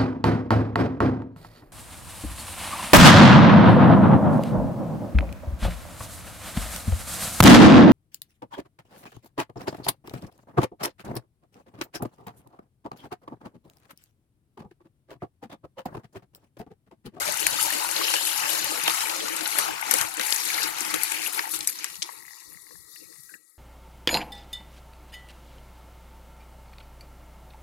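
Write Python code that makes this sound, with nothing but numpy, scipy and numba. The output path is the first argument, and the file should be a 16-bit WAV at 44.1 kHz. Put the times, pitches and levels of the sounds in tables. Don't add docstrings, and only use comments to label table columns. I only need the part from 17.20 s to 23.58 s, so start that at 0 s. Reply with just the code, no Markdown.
import sys
import numpy as np
from scipy import signal
from scipy.fft import rfft, irfft
from scipy.io import wavfile
from scipy.ndimage import map_coordinates
from numba import njit

SR = 44100
rng = np.random.default_rng(int(sys.argv[2]) if len(sys.argv) > 2 else 0)


def waveform_to_disk(signal):
    frames = np.transpose(np.atleast_2d(signal))
    scaled = np.clip(frames, -1, 1) * 32767
    samples = np.round(scaled).astype(np.int16)
    wavfile.write(sys.argv[1], SR, samples)


N = 281358

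# (time [s], bubbling control level [dB], spray and foam control level [dB])
POUR = [(0, -31.5, -33.5), (.15, -33.5, -34.5), (.42, -29.5, -31.5), (.68, -33, -34.5), (.9, -29.5, -31),
        (1.0, -32.5, -31.5), (1.22, -31, -34.5), (1.3, -30, -31), (1.44, -31.5, -32.5), (1.6, -33, -36),
        (1.78, -28.5, -33.5), (2.0, -36, -38), (2.15, -34, -39.5), (2.33, -33.5, -35), (2.42, -29.5, -33),
        (2.56, -35, -43), (2.66, -35.5, -41), (2.76, -29.5, -31.5), (2.82, -29, -35), (2.91, -40.5, -45.5),
        (3.0, -35, -42.5), (3.07, -34, -36), (3.22, -35.5, -36), (3.34, -33, -34.5), (3.46, -29.5, -35.5),
        (3.53, -37, -41.5), (3.66, -33, -35.5), (3.76, -31.5, -37), (3.86, -36, -37.5), (3.94, -35, -36.5),
        (4.0, -37, -38.5), (4.07, -35, -36), (4.12, -42.5, -43.5), (4.17, -35, -36), (4.28, -38.5, -49.5),
        (4.32, -51.5, -40), (4.35, -37.5, -34), (4.39, -45, -47.5), (4.55, -52, -45.5), (4.67, -43.5, -46),
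        (4.76, -54.5, -48.5), (4.81, -58, -50), (4.86, -48.5, -49), (5.05, -60.5, -52), (5.3, -67, -52),
        (5.65, -71.5, -53.5), (5.76, -70, -51.5), (6.15, -72, -54), (6.19, -85.5, -63), (6.38, -78, -65)]
# (time [s], depth of the tearing [exponent])
TEAR = [(0, 0.57), (2.2, 1.07), (4.05, 2.5), (4.3, 2.6), (4.7, 1.7), (4.9, 0.91), (6.38, 0.91)]
# (time [s], glug over splash [dB])
DEPTH = [(0, 6), (.25, 0), (.5, 3.5), (.68, 4.5), (.9, -1.5), (1.3, 1.5), (1.8, 1), (2.5, 2.5), (3.0, 0.5),
         (3.6, 0), (4.05, -3.5), (4.28, 4.5), (4.6, -7.5), (4.85, 1.5), (6.38, -6.5)]
# (time [s], glug pitch [Hz], splash pitch [Hz])
FAVOUR = [(0, 1150, 2070), (.2, 960, 2580), (.45, 910, 2500), (.65, 1100, 2380), (.85, 1100, 2830),
          (1.0, 1000, 2900), (1.25, 996, 2490), (1.8, 1190, 2330), (2.7, 1030, 2300), (3.6, 1150, 2080),
          (3.75, 825, 2210), (4.1, 1180, 2310), (4.85, 1040, 2370), (5.1, 1070, 1930), (6.38, 1240, 1920)]
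# (time [s], level [dB])
PLUNGES = [(.0, -42.5), (.46, -51), (.96, -45.5), (1.37, -50), (1.51, -43.5), (1.69, -41), (2.1, -50),
           (2.4, -40.5), (2.49, -53), (2.74, -43.5), (3.0, -38.5), (3.46, -44), (3.62, -44.5),
           (3.75, -37.5), (4.2, -52), (4.35, -50.5), (5.36, -82), (5.52, -59.5), (5.825, -54),
           (5.91, -60.5), (6.14, -57.5)]
# (time [s], level before lulls [dB])
BUMPS = [(.06, -50), (.28, -55), (.43, -56), (.73, -60), (1.22, -59), (1.45, -57.5), (1.68, -56),
         (2.4, -65), (2.55, -64), (2.72, -62), (2.81, -56), (3.53, -62), (3.77, -59), (4.39, -60),
         (4.76, -65), (5.05, -70), (5.33, -62.5), (5.6, -65), (5.85, -67), (6.03, -73), (6.14, -84)]
# (time [s], half length [s])
LULLS = [(.18, 0.045), (1.9, 0.12), (2.26, 0.11), (3.25, .12), (4.0, .12), (4.6, .08)]
# (pitch [Hz], level before fade and panning [dB])
WHINES = [(1921, -68), (1320, -79)]
# (time [s], gain [dB])
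WHINE_FADE = [(0, 0), (5.0, 8), (5.5, 1), (6.14, 4.5), (6.22, -4.5), (6.38, -12)]
# (time [s], level before trim [dB], pitch [Hz], left minus right [dB])
POPS = [(0.02, -15.5, 1470, 4), (0.229, -16, 2950, 8.5), (0.341, -21, 853, 11), (0.388, -17, 1250, 9),
        (0.405, -19, 2900, 9), (0.421, -21, 2850, 8), (0.43, -26, 890, 8), (0.449, -22, 920, 9),
        (0.463, -20, 890, 9), (0.48, -21.5, 880, 12), (0.514, -26, 1010, 8), (0.535, -17, 2880, 9),
        (0.6, -25, 1030, 8), (0.625, -21, 970, 10), (0.645, -21.5, 952, 11), (0.665, -22, 920, 10),
        (0.505, -16, 1800, 4), (0.724, -23, 1430, 2), (0.813, -16, 1140, 11.5), (0.851, -16, 2800, 10),
        (0.868, -20, 2850, 11), (0.882, -16, 2730, 15), (0.895, -17, 2980, 11), (0.939, -20, 2620, 8),
        (0.958, -14.5, 2920, 14), (0.965, -13, 2820, 10), (0.98, -24, 2830, 12), (1.01, -24.5, 910, 13),
        (1.294, -15, 2940, 13), (2.208, -22, 1520, 8), (2.247, -21, 3000, 5), (2.326, -18, 2120, 7.5),
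        (2.487, -20, 757, 8.5), (2.626, -17, 2120, 13), (2.627, -22, 870, 13), (2.68, -22.5, 1350, 9),
        (2.83, -22, 1480, 8), (3.141, -26, 2320, 9.0), (3.182, -30, 2130, 8.5), (3.302, -15.5, 2240, 12),
        (3.352, -21, 2150, 14), (3.385, -14.5, 2090, 10), (3.42, -16, 2700, 7), (3.459, -21, 2260, 16),
        (3.918, -22, 2380, 10), (4.063, -15, 2730, 12), (4.182, -18, 2170, 10), (4.182, -19, 1480, 9),
        (4.254, -25, 1900, 11), (4.225, -39, 2700, 6), (4.242, -22, 877, 4), (4.274, -23, 875, 6),
        (4.337, -28, 1360, 11), (4.554, -39.5, 970, 11), (4.744, -31, 2820, 13), (4.347, -35, 1350, 9),
        (4.874, -41, 1080, 9.5), (4.495, -24, 4460, 6), (4.488, -26, 2300, 11)]
# (time [s], level [dB], centre [Hz],
# body against level [dB], left minus right [dB], width [octaves], burst spread [ms])
SLAPS = [(0.0558, -14.5, 12800, -24, 19, 0.64, 0.95), (0.0782, -13, 3810, -21, 10, 0.67, 1.15),
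         (0.122, -15.5, 11100, -14, 15, 0.54, 1.4), (0.171, -14, 8260, -19, 19, 0.11, 1.46),
         (0.1945, -16, 7700, -16, 16, 0.27, 1.7), (0.2024, -17, 10500, -16, 21, 0.19, 2.5),
         (0.2668, -0.5, 10370, -9, 10.5, 0.57, 0.97), (0.3955, -17, 8100, -5, 13, 0.23, 1.3),
         (0.413, -14, 11000, -19, 10, 1, 0.95), (0.4274, -11, 9800, -23, 22, 0.1, 0.83),
         (0.5033, -14, 11000, -18, 15, 0.18, 1.3), (0.5257, -16, 10250, -16, 16, 0.55, 1.4),
         (0.5364, -11, 10200, -16, 16, 0.56, 0.44), (0.6883, -17, 10800, -4, 13, 0.2, 0.75),
         (0.7113, -14.5, 10400, -14, 20, 0.38, 1.1), (0.7632, -10.5, 3880, -18, 6, 0.13, 1.6),
         (0.8415, -14.5, 4300, -17, 13, 0.27, 2.9), (0.9378, -14, 10400, 4, 18, 0.92, 1.8),
         (1.017, -24, 10160, -19, 15, 0.22, 0.98), (1.0715, -13.5, 11500, -8, 18, 0.65, 1.6),
         (1.116, -22, 4610, -8, 7, 0.64, 0.66), (1.1752, -18, 6360, -17, 18, 0.31, 2.6),
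         (1.192, -19, 8400, -15, 14, 0.47, 2.9), (1.3019, -15, 11000, -16, 18, 0.53, 1.3),
         (1.4435, -12, 11580, -20, 16, 0.097, 0.81), (1.5953, -29, 10900, -14, 7, 0.6, 2.8),
         (1.6367, -14.5, 11500, -18, 14, 0.34, 1.5), (1.6776, -6, 6200, 0, 6, 0.78, 1),
         (1.697, -6.5, 4010, -19, 8, 0.5, 0.86), (1.8058, -11, 4720, -17, 3, 0.72, 1.55),
         (1.895, -13.5, 3260, -16, 8.5, 0.75, 3.04), (2.0023, -16.5, 3380, -14, 3, 0.14, 3),
         (2.0582, -24, 4100, -18, 10, 0.55, 1.8), (2.0837, -14, 5900, -23, 11, 0.24, 0.8),
         (2.136, -20, 8440, -9, 7, 0.11, 0.7), (2.156, -21, 8400, -13, 7, 0.35, 1.5),
         (2.163, -16, 8580, -20, 10, 0.31, 3), (2.169, -23, 5700, -17, 5, 0.47, 2.3),
         (2.2084, -14, 4430, -19, 11, 0.4, 1.07), (2.2558, -15, 3970, -3, 8, 0.22, 3.1),
         (2.2757, -15.5, 10250, -18, 18, 0.33, 1.5), (2.3855, -3, 11140, -11, 9, 0.31, 1.7),
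         (2.5726, -33, 9500, -8, 8, 0.35, 1.5), (2.594, -26, 4700, 3, 6, 0.71, 3.1),
         (2.6135, -19.5, 11500, -19, 22, 0.35, 0.7), (2.6843, -24, 9470, -11, 9, 0.25, 1.6),
         (2.7107, -2.5, 10370, -11.5, 15, 0.49, 1.36), (2.7385, -1, 12000, -18, 15, 0.57, 0.86),
         (2.7688, -16, 9900, -16, 12, 0.49, 2.1), (2.784, -12, 9500, -14, 14, 0.63, 2.5),
         (2.812, -6, 9930, -11, 14, 0.71, 0.92), (2.8848, -25, 8850, -8, 14, 0.47, 3.5),
         (2.9397, -21, 10400, -22, 22, 0.19, 0.62), (2.9697, -18.5, 7070, -14, 10, 0.25, 2.2),
         (2.9961, -13.5, 4470, -2.5, 13, 0.81, 0.82), (3.0096, -16.5, 6970, 1, 12, 0.67, 2.16),
         (3.032, -24, 4200, 1, 16, 1, 2.5), (3.0654, -17, 9060, -17, 19.5, 0.33, 2.1),
         (3.1058, -14, 8960, -15, 18, 0.13, 0.75), (3.1248, -2.5, 4660, -26, 16.5, 0.17, 0.48),
         (3.1445, -10.5, 9600, -17, 19, 0.35, 0.59), (3.1612, -13, 6870, -22, 11, 0.098, 2),
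         (3.25, -17.5, 11140, -18, 18, 0.36, 2.3), (3.2755, -15, 11200, -22, 16, 0.12, 0.86),
         (3.303, -22, 6600, -9, 1, 0.23, 1.9), (3.3423, -13, 4280, -13, 7, 0.37, 2.25),
         (3.4305, -12.5, 6760, -18, 11, 0.38, 2.7), (3.6055, -12.5, 7700, -23, 17, 0.23, 1.8),
         (3.7405, -9.5, 9750, -2.5, 15.5, 0.66, 1.07), (3.8217, -22, 8800, -16, 12, 0.34, 3.4),
         (3.8342, -7, 10750, -28, 20.5, 0.18, 0.84), (3.8786, -25, 9950, -11, 14, 0.13, 2.4),
         (3.917, -16, 8870, -16, 13, 0.36, 2.04), (4.0751, -12, 11700, -24, 21.5, 0.098, 0.5),
         (4.132, -18, 11330, -9, 17, 0.14, 1.1), (4.1465, -18, 11200, -19, 16, 0.25, 1.1),
         (4.192, -10.5, 4100, -0.5, 10, 0.22, 0.91), (4.2762, -27, 11000, -3, 12, 0.63, 2.6),
         (4.3025, -26, 11630, -8, 16, 0.15, 1.8), (4.311, -17, 12300, -25, 13, 0.33, 1.4),
         (4.317, -14.5, 11200, -26, 14, 0.1, 0.95), (4.3251, -17, 11600, -26, 12, 0.19, 0.7),
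         (4.3375, -14, 11650, -12, 7, 0.55, 1.55), (4.347, -25, 5240, -21, 15, 0.71, 0.68),
         (4.36, -19, 12130, -20, 9, 1, 2.1), (4.367, -22, 11300, -26, 10, 0.32, 1.8),
         (4.3899, -15.5, 10420, -28, 18, 0.18, 0.32), (4.4064, -15, 4560, -26, 7, 0.59, 1.9),
         (4.4283, -21, 11260, -15, 9, 0.67, 2.2), (4.4438, -24, 11060, -19, 12, 1, 1.9),
         (4.4732, -1, 8300, -26, 8, 0.21, 1.38), (4.4945, -13.5, 11030, -15, 11, 0.31, 2.4),
         (4.5456, -32, 11100, -23, 6, 0.57, 1.7), (4.555, -28, 5060, -23, -2, 0.29, 2.3),
         (4.5875, -19.5, 6400, -13, 0, 0.24, 1.5), (4.6433, -10, 7870, -9.5, 9, 0.38, 1.04),
         (4.7546, -22.5, 5640, -21, 6, 0.4, 1.2), (4.765, -25, 5600, -26, 6, 0.4, 0.8),
         (4.8205, -13, 4200, -27, 10, 0.46, 1.43), (4.8256, -5, 5020, -46, 5.5, 0.3, 0.89)]
# (time [s], smack level [dB], thump level [dB])
SMACKS = [(0.267, -13, -47), (0.764, -26, -57.5), (0.939, -20, -55), (1.678, -15.5, -45), (2.3863, -9, -41),
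          (2.7103, -9, -41), (2.739, -12.5, -52), (2.812, -17, -54), (2.996, -18, -50), (3.125, -25, -56),
          (3.741, -15, -48), (4.191, -18, -56), (4.406, -27, -61), (4.644, -26, -62)]
# (time [s], level [dB], centre [Hz], body against level [dB], left minus right [dB])
TICKS = [(4.820, -37.5, 2020, 15, 11), (4.8905, -35, 1910, 6, 18), (4.8968, -33, 1950, 2, 12),
         (4.9222, -36, 1940, -14, 15), (4.974, -45, 1930, -16, 14), (5.005, -42, 1940, -14, 16),
         (5.0247, -38, 1940, -16, 21), (5.0515, -36, 2060, -17, 21), (5.0803, -34.5, 1950, -13, 19),
         (5.108, -37, 1910, -12, 18), (5.1332, -36, 1950, -18, 17), (5.221, -47, 1850, 1, 21),
         (5.256, -57, 1900, 6, 21), (5.291, -59, 1900, 4, 25), (5.3213, -46, 1860, -6, 23),
         (5.346, -44.5, 1920, 1, 25), (5.3722, -40.5, 2010, -8, 27), (5.467, -40, 1960, -22, 22),
         (5.4906, -51, 1910, -9, 22), (5.5088, -40, 1810, -3, 17), (5.5543, -44, 1810, -4, 22),
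         (5.927, -45, 1910, -15, 24), (5.9593, -48, 1930, -8, 21), (6.039, -60, 1930, -13, 20)]
# (time [s], level [dB])
HISS_SWELLS = [(4.95, -59), (5.07, -64), (5.2, -64), (5.33, -68), (5.5, -76), (5.84, -65), (5.95, -72),
               (6.1, -75), (6.2, -79)]
# (time [s], level [dB], centre [Hz], body against level [dB])
SNAPS = [(5.066, -35, 9000, -24), (5.203, -37, 7450, -18), (5.421, -43, 7500, -27), (5.733, -41, 9800, -30),
         (5.7573, -31.5, 11100, -13), (6.0345, -33, 12100, -42)]
# (time [s], level before trim [dB], pitch [Hz], ring [cycles])
KNOCKS = [(5.758, -44, 1800, 62), (5.759, -46, 2640, 48), (6.090, -40, 1560, 55), (6.092, -56, 2450, 50),
          (6.107, -44, 1580, 62), (6.138, -32, 1790, 51), (6.141, -44, 2430, 40), (6.152, -46, 1660, 77)]
# (frequency [Hz], relative level [dB])
COLOUR = [(24, -42), (40, -23), (237, -14), (312, -5), (382, -8.5), (715, -1), (873, -0.5), (1040, -5.5),
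          (2840, 7.5), (3380, 3.5), (4240, -1), (5580, -2), (11300, -6), (12500, -13), (16000, -30.5)]
# (frequency [Hz], width [Hz], boost [dB])
POT_MODES = [(320.3, 56, 7.5), (733, 120, -3.5), (870, 82, 3), (3160, 240, -1), (2600, 1240, -11.5),
             (4340, 510, 3.5), (12200, 1700, 2)]
# (frequency [Hz], left minus right [dB])
SHADE = [(60, 0.6), (110, 3.5), (200, 7.5), (380, 5), (700, 8.5), (1290, 11), (2380, 10.5), (4400, 4),
         (8120, 13), (15000, 32)]
# (frequency [Hz], width [Hz])
NOTCHES = [(640, 210), (1500, 200), (2600, 670), (3150, 820)]

# (lowest pitch [Hz], highest pitch [Hz], density [grains/s], typical length [cycles],
# upward glide [octaves], size spread [dB], patchiness [dB])
GURGLE = (127, 619, 1200, 11.4, 0.058, 0.9, 2.2)
GLUG = (650, 1557, 2000, 19.4, 0.045, 1.75, 2.46)
SPLASH = (1405, 3230, 2500, 18, 0.43, 1.67, 1.94)
SPATTER = (3376, 7230, 3500, 41, 0.089, 1.84, 1.9)
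FIZZ = (6450, 18160, 15000, 11, 0.12, 1.3, 3.1)
RUMBLE = (31, 189, 350, 1.6, 0.066, 1.2, 3)
TAIL_HISS = (2080, 2870, 680, 36, 0.055, 1.7, 2.5)

STREAM_REF_DB = -34
GURGLE_DB, GURGLE_SLOPE, GLUG_DB, GLUG_SLOPE = -51.5, 0.61, -39, 0.98
SPLASH_DB, SPLASH_SLOPE, RUMBLE_DB, RUMBLE_SLOPE = -36, 1.07, -77.5, 0.6
SPATTER_DB, FOAM_SPATTER_DB = -2, -8.5
EARLY_S, EARLY_HZ, EARLY_DB, LATE_DB = 4.2, 605, 6.5, -13.5
PLUNGE_S, BUMP_S, HISS_SWELL_S = 0.014, 0.054, 0.031
FOAM_PAN_DB, WANDER_PER_S = 8.5, 22
CLUSTER_SHARE = 0.83
PORT_LAG_S, PLACE_SPREAD_S, PHASE_SPREAD = 0.00012, 0.00013, 0.52
BASS_SCATTER_HZ = 60.5
SHRILL_HZ, LEAD_S = 13000, .00005
PAN_DB_PER_OCTAVE = 6
DROPS_PER_S, DROP_DB, DROP_SPREAD_DB, DROP_SPRAY_DB = 26, -35.5, -1, -39
DROP_LO_HZ, DROP_HI_HZ = 3350, 11900
RING_LENGTHS = 4.83
POP_CYCLES, POP_GLIDE, POP_DB = 23, 0.086, -2
SMACK_HZ, SMACK_OCTAVES, SMACK_DB, SMACK_S, SMACK_CYCLES = 2710, .9, -15, .0006, 8
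THUMP_HZ, THUMP_DB = 150, -2.5
SNAP_PAN_DB, KNOCK_PAN_DB, KNOCK_DB = 20, 10, -10
CLIP, TOP_HZ = .88, 15800


def undb(db):
    return 10 ** (np.asarray(db) / 20)


def curve(column, table=POUR):
    table = np.array(table)
    return np.interp(np.arange(N) / SR, table[:, 0], table[:, column])


def unit(x):
    return x / np.sqrt(np.mean(x.mean(axis=0) ** 2))


def on_log(table, hz):
    table = np.array(table)
    return np.interp(np.log(hz), np.log(table[:, 0]), table[:, 1])


def highpass(x, order, hz):
    return signal.sosfilt(signal.butter(order, hz, "high", fs=SR, output="sos"), x)


def swells(table, width_s):
    t = np.arange(N) / SR
    return np.sqrt(sum(undb(2 * db) * np.exp(-((t - s) / width_s) ** 2) for s, db in table))


def wander(spread_db):
    steps = rng.standard_normal(int(WANDER_PER_S * N / SR) + 2)
    return undb(spread_db * np.interp(np.linspace(0, len(steps) - 1, N), np.arange(len(steps)), steps))


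@njit
def ring(start, hz, cycles, glide, left, right, out):
    sound = out.copy()
    for k in range(len(start)):
        length = int(cycles[k] * SR / hz[k]) + 2
        step = np.exp(2j * np.pi * hz[k] / SR - 5. / length)
        rise = np.exp(2j * np.pi * hz[k] / SR * glide[k] * np.log(2) / length)
        z, hush, open_up = 1. + 0j, 1., np.exp(-1.5 * hz[k] / SR)
        for i in range(start[k], min(start[k] + length, sound.shape[1])):
            hush *= open_up
            sound[0, i] += (z * left[k]).imag * (1 - hush)
            sound[1, i] += (z * right[k]).imag * (1 - hush)
            z *= step
            step *= rise
    return sound


def grains(s, hz, cycles, glide, size, pan_db, chance):
    lag_s = PORT_LAG_S + PLACE_SPREAD_S * chance[0]
    scatter = PHASE_SPREAD * (1 + BASS_SCATTER_HZ / hz * 2) * chance[1]
    turn = np.pi + 2 * np.pi * hz * lag_s + scatter
    one = np.ones(len(s))
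    left = size * undb(pan_db / 2) + 0j
    right = size * undb(-pan_db / 2) * np.exp(1j * turn)
    return ring((s * SR).astype(np.int64), hz, cycles * one, glide * one, left, right, np.zeros((2, N)))


def pot(x, lo_hz, hi_hz):
    hz = np.maximum(np.fft.rfftfreq(N, 1 / SR), 1.)
    modes = sum(gain / (1 + (2 * (hz - f) / width) ** 2) for f, width, gain in POT_MODES)
    edges = 10 * np.log10((1 + (lo_hz / hz) ** 24) * (1 + (hz / hi_hz) ** 24))
    db = on_log(COLOUR, hz) + modes - edges
    shade = on_log(SHADE, hz) / 2
    return irfft(rfft(x) * undb(np.array([db + shade, db - shade])), N)


def patchwork(per_s, bands, when, place):
    grid = rng.standard_normal((int(per_s * N / SR), bands))
    return map_coordinates(grid, [when * (len(grid) - 1), place * (bands - 1)], order=1)


def cloud(lo_hz, hi_hz, rate, cycles, glide, spread_db, patch_db, favour_hz=None, favour_db=None):
    count = int(rate * N / SR)
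    when, place = rng.random((count, 2)).T
    hz = lo_hz * (hi_hz / lo_hz) ** place
    size = hz * undb(spread_db * np.minimum(rng.exponential(1., count), 4.))
    db = patch_db * patchwork(75, 12, when, place)
    db = db + CLUSTER_SHARE * patch_db * patchwork(14, 6, when, place)
    if favour_hz is not None:
        now = (when * N).astype(int)
        db = db + favour_db[now] * np.exp(-(np.log2(hz / favour_hz[now]) / 0.21) ** 2)
    chance = rng.standard_normal((count, 3)).T
    lengths = cycles * np.exp(0.58 * chance[2])
    sound = grains(when * N / SR, hz, lengths, glide, size * undb(db), 0., chance)
    return unit(pot(sound, lo_hz, hi_hz))


def swarm(s, db, hz, pan, octaves, spread_s, cycles, count):
    columns = [v + 0 * s for v in (s, db, hz, pan, octaves, spread_s, cycles)]
    s, db, hz, pan, octaves, spread_s, cycles = np.repeat(columns, count, axis=1)
    chance = rng.standard_normal((len(s), 5)).T
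    late = np.abs(chance[4]) ** 1.5
    pitch = hz * 2 ** (octaves * chance[2])
    pitch = np.where(pitch > SHRILL_HZ, SHRILL_HZ ** 2 / pitch, pitch)
    size = undb(db + 0.72 * chance[3] - 0.93 * late) * (pitch / hz) ** .4
    pan = pan + PAN_DB_PER_OCTAVE * np.log2(pitch / hz)
    return grains(s - LEAD_S + spread_s * late, pitch, cycles, 0.13, size, pan, chance)


def hits(table, pan, octaves, spray_octaves, spread_s, cycles,
         crack_db, spray_db, body_hz, body_db, thud_hz, thud_db):
    s, db, hz, mid_db = np.transpose(table)[:4]
    pan = pan + 0 * s
    crack = swarm(s, db + crack_db, hz, pan, octaves, spread_s, cycles, count=40)
    spray = swarm(s, db + spray_db, hz, pan, spray_octaves, 5.2 * spread_s, cycles, count=50)
    body = swarm(s, db + mid_db + body_db, body_hz, 0.58 * pan, 0.68 * spray_octaves,
                 3.2 * spread_s, 12.6, count=8)
    thud = swarm(s, db + thud_db, thud_hz, 0 * pan, 0.53, spread_s, 2.1, count=2)
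    return highpass(crack + spray + body, 4, 300.) + thud


def surge(rate, fade_s, spread_db):
    kicks = (rng.random(N) < rate / SR) * rng.random(N)
    fading = signal.lfilter([1], [1, -np.exp(-1 / (fade_s * SR))], kicks)
    return undb(spread_db * np.minimum(fading, 0.9))


def stillness():
    return np.clip((-43.0 - curve(1)) / 20.7, 0, 1)


def pour():
    stream_db, spray_db, depth_db = curve(1) - STREAM_REF_DB, curve(2), curve(1, DEPTH)
    flow = np.clip((spray_db + 56.0) / 6.4, 0, 1)
    torn = surge(90., 0.0033, 3.7) ** (flow * curve(1, TEAR))
    still = stillness()
    early = np.clip(1 - np.arange(N) / SR / EARLY_S, 0, 1)

    stream_gurgle = undb(GURGLE_DB + GURGLE_SLOPE * stream_db) * wander(4.4)
    gurgle_gain = np.hypot(stream_gurgle, swells(PLUNGES, PLUNGE_S))
    glug_gain = undb(GLUG_DB + depth_db / 2 + GLUG_SLOPE * stream_db) * wander(1.9) * torn ** 0.62
    splash_gain = undb(SPLASH_DB - depth_db / 2 + SPLASH_SLOPE * stream_db) * wander(1.04) * torn ** 0.49
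    spatter_db = spray_db + SPATTER_DB + FOAM_SPATTER_DB * (1 - flow)
    spatter_gain = undb(spatter_db) * wander(1.56) * torn ** 0.49
    fizz_gain = undb(spray_db) * wander(1.0) * torn

    favour_db = LATE_DB + (EARLY_DB - LATE_DB) * np.sqrt(early)
    liquid = cloud(*GURGLE, np.full(N, 1. * EARLY_HZ), favour_db) * gurgle_gain
    liquid += cloud(*GLUG, curve(1, FAVOUR), 2.6 + 14.4 * still) * glug_gain
    liquid += cloud(*SPLASH, curve(2, FAVOUR), 5.0 + 9.15 * still) * splash_gain
    liquid += cloud(*SPATTER, np.full(N, 4450.), 2.9 * still) * spatter_gain
    liquid += cloud(*FIZZ) * fizz_gain
    pan_db = FOAM_PAN_DB * (1 - flow - .2)
    return liquid * undb(np.array([0.2 * pan_db, -.8 * pan_db]))


def rumble():
    bed = undb(RUMBLE_DB + RUMBLE_SLOPE * (curve(1) - STREAM_REF_DB))
    gain = np.hypot(bed, swells(BUMPS, BUMP_S))
    t = np.arange(N) / SR
    dips = np.prod([1 - 0.65 * np.exp(-((t - s) / half) ** 2) for s, half in LULLS], axis=0)
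    return cloud(*RUMBLE) * gain * dips


def whine():
    turns = np.cumsum(1 + .001 * np.log(wander(8.))) / SR
    tone = sum(undb(db) * np.sin(2 * np.pi * hz * turns) for hz, db in WHINES)
    return np.array([2 * tone, .3 * tone]) * undb(curve(1, WHINE_FADE))


def drops():
    when, place, width, length = rng.random((int(DROPS_PER_S * N / SR), 4)).T
    chance = rng.standard_normal((len(when), 3)).T
    spray_db = curve(2)[(when * N).astype(int)]
    db = DROP_DB + 2.13 * (spray_db - DROP_SPRAY_DB) + DROP_SPREAD_DB * np.minimum(chance[0], 1)
    hz = DROP_LO_HZ * (DROP_HI_HZ / DROP_LO_HZ) ** place
    body_db, pan_db = -18 + 3.7 * chance[1], 8.4 + 2.7 * chance[2]
    return np.transpose([when * N / SR, db, hz, body_db, pan_db, 0.083 + 0.16 * width, 0.32 + 0.99 * length])


def slaps():
    slugs = np.vstack([SLAPS, drops()])
    width, spread_s = np.abs(slugs[:, 5]), np.abs(slugs[:, 6]) / 1000
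    cycles = 3 + RING_LENGTHS * spread_s * slugs[:, 2]
    return hits(slugs, slugs[:, 4], width, width + .3, spread_s, cycles, crack_db=-19.5, spray_db=-23.0,
                body_hz=1836.0, body_db=-5.0, thud_hz=75., thud_db=-60.0)


def pops():
    s, db, hz, pan_db = np.transpose(POPS)
    chance = rng.standard_normal((len(s), 2)).T
    return highpass(grains(s, hz, POP_CYCLES, POP_GLIDE, undb(db + POP_DB), pan_db, chance), 4, 400.)


def smacks():
    s, smack_db, thump_db = np.transpose(SMACKS)
    smack = swarm(s, smack_db + SMACK_DB, SMACK_HZ, 5.0, SMACK_OCTAVES, SMACK_S, SMACK_CYCLES, count=60)
    thump = swarm(s, thump_db + THUMP_DB, THUMP_HZ, 1.5, 0.5, 0.0016, 2.9, count=6)
    return highpass(smack, 2, 250.) + thump


def ticks():
    return hits(TICKS, np.transpose(TICKS)[4], 0.057, 0.091, 0.0001, 36.0, crack_db=-30.5, spray_db=-46.0,
                body_hz=1017.0, body_db=-10.0, thud_hz=326.0, thud_db=-17.0)


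def notch_out(x):
    depth = np.clip(1.45 * stillness() - .3, 0, 1)
    notched = x
    for hz, width_hz in NOTCHES:
        notched = signal.lfilter(*signal.iirnotch(hz, hz / width_hz, fs=SR), notched)
    return x + depth * (notched - x)


def tail_hiss():
    return cloud(*TAIL_HISS) * swells(HISS_SWELLS, HISS_SWELL_S)


def snaps():
    return hits(SNAPS, SNAP_PAN_DB, 0.39, 0.24, 0.00096, 28.0, crack_db=-16.0, spray_db=-38.0,
                body_hz=2300.0, body_db=-2.0, thud_hz=330., thud_db=-42.0)


def knocks():
    s, db, hz, cycles = np.transpose(KNOCKS)
    return swarm(s, db + KNOCK_DB, hz, KNOCK_PAN_DB, 0.073, .0015, cycles, count=8)


def scene():
    beds = notch_out(pour() + ticks()) + rumble() + whine()
    liquid_hits = slaps() + pops() + smacks()
    return beds + liquid_hits + tail_hiss() + snaps() + knocks()


def record(dry):
    thin = highpass(dry, 2, 33.)
    top_cut = signal.ellip(12, .2, 90, TOP_HZ, fs=SR, output="sos")
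    return signal.sosfilt(top_cut, np.clip(thin, -CLIP, CLIP))


dry = scene()
out = record(dry)
waveform_to_disk(out)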